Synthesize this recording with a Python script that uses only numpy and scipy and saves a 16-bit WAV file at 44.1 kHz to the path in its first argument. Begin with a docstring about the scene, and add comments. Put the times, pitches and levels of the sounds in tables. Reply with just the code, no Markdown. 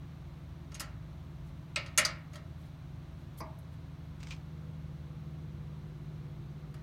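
"""Sharp metal clicks with a brief ring: a hand works a small pin against a gas barbecue's firebox.
Each touch rings the pin and the greasy sheet steel, and the paved yard answers. Fingers rub the rim,
bump the warming rack once and draw back with a few dry ticks. Two distant motors drone under a soft
outdoor rumble; their balance shifts as the listener steps to the side of the barbecue."""
import sys
import numpy as np
from scipy import signal
from scipy.fft import rfft, irfft, next_fast_len
from scipy.io import wavfile

SR = 44100
rng = np.random.default_rng(int(sys.argv[2]) if len(sys.argv) > 2 else 0)


def unload_audio(sound):
    """Save the sound as a 16-bit wav file, at the path given as the first command line argument."""
    columns = np.transpose(np.atleast_2d(sound))
    # keep every value between -1 and 1, then stretch to whole-number steps
    steps = np.round(np.clip(columns, -1, 1) * 32767)
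    wavfile.write(sys.argv[1], SR, steps.astype(np.int16))


N = 300762
TIME_S = np.arange(N) / SR

# Pin on steel. Each row: start in seconds, relative level in dB, contact pitch in Hz, fall below and
# above it in dB/octave, freedom to ring in dB, rim lift in dB, ping pitch in Hz, ping level in dB.
TOUCHES = [(0.718, -56, 5500, -1.5, 8, -4, 0, 4700, -60), (0.744, -43.5, 6150, 7, 16, -1, -3, 6470, -48),
           (0.750, -47, 7000, 3.5, 9, -5, 7, 2750, -57), (0.797, -37, 7200, 7, 9, -1, 7.5, 5170, -41),
           (0.804, -36.5, 1450, 6.5, 0, -5.5, -6, 8700, -42),
           (1.7594, -21, 3950, 10, 16, -12.5, -7, 8260, -37.5),
           (1.7618, -42, 2250, -0.5, 7, 3.5, 13, 2570, -24),
           (1.861, -51.5, 4000, 3.5, 11.5, 6, 3.5, 8100, -69),
           (1.9763, -19.5, 8200, 3, 17.5, -6.5, 1, 6620, -21.5),
           (1.9788, -23, 9800, 8, 19, 2, -2, 9590, -26), (1.983, -21, 2000, 11.5, 4.5, -2, 2, 1880, -22),
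           (1.9845, -29, 6600, 9, 5.5, -0.5, 0, 6500, -26.5),
           (2.05, -18, 4930, 6, 16, -11.5, -13, 4750, -24.5),
           (2.0535, -27.5, 6100, 5.5, 8, -10.5, -10, 6056, -29),
           (2.334, -65.5, 6020, 0.5, 10, 10.5, 4, 6610, -57), (2.344, -58, 3500, 0, 13, -1, -2, 4500, -57),
           (2.356, -48.5, 4800, 1.5, 9, 0, -7, 3130, -50), (3.588, -50, 11500, 27, 18, -13, 1, 9770, -64),
           (6.742, -55, 1410, 5.5, 1.5, -5.5, 3.5, 1150, -53)]
# Clear modes of firebox and pin. Each row: pitch in Hz, relative level in dB, T60 in seconds.
STEEL_MODES = [(556, -7, .35), (594, -2, .26), (621, -3, .5), (656, -3.5, .42), (1272, -8, .45),
               (1305, -8, .25), (1353, -1, .2), (1460, -16, .35), (1565, -15, .3), (1826, -2.5, .16),
               (1852, -10, .3), (1908, -7, .3), (1974, -8, .24), (2086, -8.5, .25), (2140, -7, .17),
               (2210, -10, .33), (2298, -12, .25), (2350, -14, .22), (2477, -10, .23), (2548, -14, .19),
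               (2768, -7, .13), (2860, -10, .19), (3190, -13, .2), (3365, -9, .13), (3413, -13, .16),
               (3780, -10, .11), (3930, -10, .14), (4350, -12, .16), (4490, -9, .12), (4576, -9, .14),
               (4745, -10, .11), (5017, -11, .14), (5130, -7.5, .12), (5600, -12, .13), (5776, -10, .11),
               (6056, -8, .1), (6503, -1, .09), (6605, -5, .1), (7063, -14, .16), (7250, -7, .14),
               (8030, -5, .07), (8660, -5, .105), (9520, -8, .07), (9590, -6, .07), (9935, -8, .07),
               (10039, -1, .08), (11300, -11, .08), (11640, -8, .08), (13200, -8, .08)]
# Yard reverberation. Each row: frequency in Hz, level re the blow in dB, T60 in seconds.
YARD = [(200, -5, 0.566), (625, 4, 0.45), (900, -2, 0.51), (1500, -7, 0.38), (2000, -5, 0.48),
        (5020, -7, 0.21), (9000, -16, 0.17), (15070, -22.5, 0.1692)]


def blows(hz, scatter_db, damping_share):
    """One impulse a touch, weighted at hz by contact and rim resonance; a tight grip damps the ring."""
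    flat_below_hz, rim_hz, rim_width_oct = 780, 2576, 0.38
    near_rim = np.exp(-(np.log2(hz / rim_hz) / rim_width_oct) ** 2)
    impulses = np.zeros(N)
    for start_s, db, contact_hz, below_db_oct, above_db_oct, ring_db, rim_db, *_ in TOUCHES:
        octaves = np.log2(max(hz, flat_below_hz) / contact_hz)
        db -= abs(octaves) * (above_db_oct if octaves > 0 else below_db_oct)
        db += near_rim * rim_db + damping_share * ring_db
        impulses[round(start_s * SR)] = from_db(db + scatter_db * rng.standard_normal())
    return impulses


def steel_ring(level_db, scatter_db):
    """Each touch shares its force differently among the modes; neighbours swing in opposite senses."""
    waver_db, out = 1.5, 0
    for k, (hz, db, t60_s) in enumerate(STEEL_MODES):
        impulses = from_db(level_db + db) * blows(hz, scatter_db, damping_share=0.85)
        out += (-1) ** k * ring(impulses, hz, t60_s) * from_db(waver_db * drift(19))
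        if hz < 3000:   # the hollow firebox holds the lower modes in a wavering afterglow
            _, tail_t60_s = at_hz(YARD, hz)
            out += np.sqrt(decay(impulses ** 2, tail_t60_s)) * noise_band(hz, width_hz=36, db=-13)
    return out


def pings():
    """The mode that swings most at the struck spot takes the first shock: a short ping."""
    out, modes_hz = 0, np.array(STEEL_MODES)[:, 0]
    for start_s, *_, ping_hz, ping_db in TOUCHES:
        hz = modes_hz[np.argmin(abs(modes_hz - ping_hz))]
        out += from_db(ping_db) * ring(signal.unit_impulse(N, round(start_s * SR)), hz, t60_s=0.047)
    return out


def sheet_clack(level_db, scatter_db):
    """A brief crack, then damped sheet modes blurring into a clack; the yard keeps a duller tail."""
    # Weak sheet modes. Each row: frequency in Hz, relative band level in dB, T60 in seconds.
    sheet = [(169, -4.5, 0.33), (301, -17, 0.23), (479, -25, 0.15), (628.6, -5, 0.06), (720, -19.5, 0.1295),
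             (935, -5.5, 0.093), (1298, 0, 0.066), (2287, -4.5, 0.052), (3270, -6, 0.15),
             (4620, -1.5, 0.041), (7000, -0.5, 0.05), (9600, -1.5, 0.083), (10680, -6.5, 0.055),
             (11910, 1, 0.0477), (14780, -8.5, 0.037)]
    edges_hz = np.geomspace(20, 17000, 40)   # quarter octaves
    centres_hz = np.sqrt(edges_hz[1:] * edges_hz[:-1])
    crowds = [mode_crowd(spacing_hz=104.9, blur=0.66) for _ in range(2)]
    out = np.zeros(N)
    for k in np.flatnonzero(centres_hz > sheet[0][0]):
        hz, low_hz, high_hz = centres_hz[k], edges_hz[k], edges_hz[k + 1]
        db, t60_s = at_hz(sheet, hz)
        yard_db, yard_t60_s = at_hz(YARD, hz)
        hardness = 2 * hz ** 2 / (hz ** 2 + 1500 ** 2)   # a light pin cracks mainly in the treble
        crack = hardness * decay(blows(hz, scatter_db, damping_share=0) ** 2, t60_s=0.01216)
        stored = blows(hz, scatter_db, damping_share=0.49) ** 2
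        energy = crack + decay(stored, t60_s) + from_db(yard_db) ** 2 * decay(stored, yard_t60_s)
        envelope = np.sqrt(energy * SR / 2 / (high_hz - low_hz))
        out += from_db(level_db + db) * bandpass(crowds[k % 2] * envelope, low_hz, high_hz)
    return out


def pin_clicks():
    """Pin strikes steel: ping, ring and echoed clack, with a narrow hollow in the treble."""
    # Reflections off firebox walls and raised lid. Each row: delay in seconds, gain.
    lid_echoes = [(.0023, 0.16), (.0052, -0.14), (.0094, .22)]
    notch_hz, notch_width_hz = 10400, 550
    clicks = pings() + steel_ring(level_db=-6.0, scatter_db=2.9)
    clicks += echoed(sheet_clack(level_db=-9.5, scatter_db=1.96), lid_echoes)
    return signal.lfilter(*signal.iirnotch(notch_hz, notch_hz / notch_width_hz, fs=SR), clicks)


def rack_knock(start_s):
    """A soft bump wakes clusters of modes, most around a clear tone; the treble dies first."""
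    # Rack and hood resonances. Each row: pitch in Hz, width in Hz, level in dB, T60 in seconds,
    # tone share from 0 to 1.
    clusters = [(224, 53, -54, 0.68, .3), (312, 33, -58, 0.63, 0.8), (422, 240, -49, 0.16, 0),
                (638, 87, -51, 0.6, 0.43), (876, 180, -48.5, 0.49, 0.04), (987, 110, -52.5, 0.31, 0.2),
                (1050, 840, -47, .05, 0.2), (1063, 150, -49.5, 0.39, 0.1), (1200, 74, -57.5, 0.41, 0.3),
                (1610, 220, -64.5, 0.27, 0.1), (2100, 430, -53.5, 0.28, 0.15),
                (4880, 650, -50.5, 0.12, 0.1), (5760, 540, -54.5, 0.088, 0), (9500, 800, -57, 0.041, 0.2),
                (13000, 2500, -64.5, .04, 0)]
    out, age_s = 0, TIME_S - start_s
    for hz, width_hz, db, t60_s, tone_share in clusters:
        envelope = (age_s > 0) * from_db(db - 60 * np.clip(age_s / t60_s, 0, 3))
        noise = np.sqrt((1 - tone_share) * SR / 2 / width_hz) * rng.standard_normal(N)
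        tone = np.sqrt(2 * tone_share) * np.sin(2 * np.pi * hz * age_s)
        out += bandpass(envelope * (noise + tone) + 1e-18, hz - width_hz / 2, hz + width_hz / 2)
    return out


def dry_ticks():
    """The hand draws back: very short cracks with duller after-rings, and a soft scrape."""
    # Ticks. Each row: start in seconds, crack level in dB, after-ring level in dB.
    ticks = [(4.203, -57, -61), (4.207, -56, -59), (4.2305, -47, -57), (4.235, -47, -63),
             (4.2708, -46, -56), (4.3078, -45, -44.5), (4.311, -53, -49.5), (4.319, -54, -52)]
    # Crack and after-ring spectra. Each row: frequency in Hz, relative density in dB.
    crack_colour = [(700, 3.5), (1500, 0), (2450, 4), (3300, -2), (5000, 0.5), (8500, -6.5), (10000, -21),
                    (16000, -24)]
    ring_colour = [(900, 6.5), (1700, -5.5), (2150, 3), (2450, 8.5), (3200, 1), (6500, -6.5), (9000, -25),
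                   (10200, -31), (16000, -30)]
    crack_power, ring_power = np.zeros((2, N))
    for start_s, crack_db, ring_db in ticks:
        onset = round(start_s * SR)
        crack_power[onset], ring_power[onset] = from_db([crack_db, ring_db]) ** 2
    scrape = skin_friction([(4.29, 0.054, -62)], crack_colour, grain_db=3.5)
    cracks = np.sqrt(decay(crack_power, t60_s=.014)) * coloured_noise(crack_colour)
    rings = np.sqrt(decay(ring_power, t60_s=.14)) * coloured_noise(ring_colour)
    return scrape + cracks + rings


def skin_friction(strokes, colour, grain_db):
    """Skin catches and slips on the crusted rim: short swells of grainy hiss."""
    pressure = sum(from_db(db) * np.exp(-.5 * ((TIME_S - peak_s) / sigma_s) ** 2)
                   for peak_s, sigma_s, db in strokes)
    return pressure * rms_one(coloured_noise(colour) * from_db(grain_db * drift(97)))


def rim_rubs():
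    """Fingers rub the rim; a fingertip skids off it with a thin hiss."""
    # Finger strokes. Each row: peak time in seconds, Gaussian width in seconds, level in dB.
    rubs = [(1.478, 0.025, -74), (2.352, 0.014, -63), (2.64, 0.036, -72), (3.208, 0.013, -74),
            (3.735, 0.014, -72)]
    slips = [(3.385, 0.0065, -58.5), (3.396, 0.011, -59)]
    # Their spectra. Each row: frequency in Hz, relative density in dB.
    rub_colour = [(1500, -1), (4000, -1), (6500, -5), (10000, -5), (13000, -9), (16000, -8)]
    slip_colour = [(3000, -6), (6000, -10.5), (8500, -6), (10000, -1), (12500, 0), (16000, -14.5)]
    return skin_friction(rubs, rub_colour, grain_db=2.5) + skin_friction(slips, slip_colour, grain_db=2)


def motor(firing_hz, orders, waver_db, fundamental_fade_db=0):
    """Only a far motor's low harmonics carry; their balance depends on where one stands."""
    out = 0
    for multiple, firebox_db, side_db in orders:
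        db = firebox_db + side_share() * (side_db - firebox_db) + multiple * waver_db * drift(3.94)
        out += harmonic(firing_hz, multiple, db - fundamental_fade_db * (multiple == 1))
    return out


def distant_motors():
    """Two motors beat against each other as both slow; a fainter whir sinks with them."""
    # Motor harmonics. Each row: multiple, level at the firebox in dB, level at the side in dB.
    orders_a = [(1, -53, -50.5), (2, -51.5, -46.5), (3, -74.5, -74.5)]
    orders_b = [(2, -53, -51.5), (3, -69, -59), (4, -65, -65), (5, -69.5, -68.5)]
    a_hz = 78.63 - 1.07 * np.maximum(TIME_S - 3.7, 0)
    b_hz = 68.55 - .135 * TIME_S
    fade_db = 6 * np.maximum(TIME_S - 5.4, 0)
    whir = harmonic(175.5 - 1.8 * TIME_S, multiple=1, db=-63 + 2 * drift(2.017))
    motor_a = motor(a_hz, orders_a, waver_db=0.5, fundamental_fade_db=fade_db)
    return motor_a + motor(b_hz, orders_b, waver_db=0.37) + whir


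def outdoors():
    """Far rumble with boomy bands, one swelling late, and faint hiss; the open firebox sings along."""
    # Boomy bands. Each row: centre in Hz, width in Hz, level in dB.
    booms = [(56.7, 3, -57), (107.3, 7.2, -58.5), (118.7, 4.2, -63.5)]
    # Outdoor spectra. Each row: frequency in Hz, relative density in dB.
    rumble = [(20, -25.5), (35, -2), (50, 2.5), (90, 6), (170, -0.5), (220, -8.5), (360, -9), (430, -17),
              (650, -12.5), (800, -17.5), (1200, -16.5), (1800, -27), (3000, -50)]
    hiss = [(800, -8), (1500, 2.5), (2100, 5), (2800, 2), (4000, 2), (5000, -6.5), (6000, -5.5),
            (7500, -12.5), (9600, -12), (10500, -19), (11800, -13), (16400, -14.5)]
    # Reflections off paving and fence. Each row: delay in seconds, gain.
    wall_echoes = [(.0016, -0.071), (.0031, -0.0408), (.0092, .14)]
    swell_at_s, swell_rise_s = 5.14, 0.78
    drone = sum(noise_band(*row) for row in booms)
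    firebox_hum = (1 - side_share()) * noise_band(hz=655, width_hz=42, db=-77.5)
    yard_hum = side_share() * noise_band(hz=490, width_hz=51, db=-71)
    swell = np.clip((TIME_S - swell_at_s) / swell_rise_s, 0, 1) * noise_band(hz=375, width_hz=58, db=-65)
    air = from_db(-52.5) * coloured_noise(rumble) + from_db(-68) * coloured_noise(hiss)
    return drone + firebox_hum + yard_hum + swell + echoed(air, wall_echoes)


def side_share(step_at_s=3.68, step_s=0.93):
    """The listener's way from the firebox (0) to the side of the barbecue (1)."""
    return np.clip((TIME_S - step_at_s) / step_s, 0, 1)


def from_db(db):
    """Decibels to gain."""
    return 10 ** (np.asarray(db) / 20)


def rms_one(x):
    """Scale to unit rms."""
    return x / np.sqrt(np.mean(x ** 2) + 1e-20)


def at_hz(rows, hz):
    """Each column of a spectrum, interpolated in log frequency."""
    points_hz, *columns = np.transpose(rows)
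    return [np.interp(np.log(hz), np.log(points_hz), column) for column in columns]


def drift(rate_hz):
    """Smooth random wander, spread 1."""
    hop, settle = 100, 1000
    pole = np.exp(-2 * np.pi * hop * rate_hz / SR)
    noise = rng.standard_normal(N // hop + settle + 2)
    slow = signal.lfilter([1], [1, -2 * pole, pole * pole], noise)[settle:]
    return np.interp(np.arange(N) / hop, np.arange(len(slow)), rms_one(slow))


def bandpass(x, low_hz, high_hz):
    """Butterworth band-pass."""
    return signal.sosfilt(signal.butter(2, [low_hz, high_hz], "band", fs=SR, output="sos"), x)


def decay(power, t60_s):
    """Stored energy leaks away by 60 dB in t60_s."""
    return signal.lfilter([1], [1, -np.exp(-np.log(10 ** 6) / (t60_s * SR))], power + 1e-24)


def ring(impulses, hz, t60_s):
    """A unit impulse starts a dying sine of height 1."""
    radius, angle = from_db(-60 / (t60_s * SR)), 2 * np.pi * hz / SR
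    feedback = [1, -2 * radius * np.cos(angle), radius * radius]
    return signal.lfilter([0, np.sin(angle)], feedback, impulses + 1e-18)


def harmonic(firing_hz, multiple, db):
    """One motor harmonic at an rms level of db."""
    turns = np.cumsum(firing_hz) / SR
    return np.sqrt(2) * from_db(db) * np.sin(2 * np.pi * (multiple * turns + rng.random()))


def echoed(x, echoes):
    """Close reflections thicken a sound and ripple its spectrum."""
    return x + sum(gain * np.pad(x, round(delay_s * SR))[:N] for delay_s, gain in echoes)


def mode_crowd(spacing_hz, blur):
    """Unevenly spaced sines of equal strength, blurred by noise; rms 1."""
    size = next_fast_len(N)
    steps, phases = rng.random((2, 1000))
    hz = np.cumsum(spacing_hz * (.5 + steps))
    inside = hz < SR / 2
    lines = np.zeros(size // 2 + 1, complex)
    lines[(hz[inside] * size / SR).astype(int)] = np.exp(2j * np.pi * phases[inside])
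    return rms_one(rms_one(irfft(lines, size)[:N]) + blur * rng.standard_normal(N))


def noise_band(hz, width_hz, db):
    """Narrow noise: a tone whose strength and phase wander."""
    phase = 2 * np.pi * hz * TIME_S
    return from_db(db) * (drift(width_hz / 2) * np.cos(phase) + drift(width_hz / 2) * np.sin(phase))


def coloured_noise(spectrum):
    """Steady noise with the given spectrum; rms 1."""
    size = next_fast_len(N)
    hz = np.maximum(np.fft.rfftfreq(size, 1 / SR), 1)
    inside = (hz > spectrum[0][0]) & (hz < spectrum[-1][0])
    gain = from_db(at_hz(spectrum, hz)[0]) * inside
    return rms_one(irfft(rfft(rng.standard_normal(size)) * gain, size)[:N])


def scene():
    """Clicks, rubs, a knock and ticks in front of the drone; mono."""
    handling = pin_clicks() + rim_rubs() + rack_knock(start_s=3.404) + dry_ticks()
    return (handling + distant_motors() + outdoors())[None]


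def record(dry):
    """Steep low-pass at 16 kHz."""
    return signal.sosfilt(signal.ellip(10, .1, 80, 16000, fs=SR, output="sos"), dry)


dry = scene()
out = record(dry)
unload_audio(out)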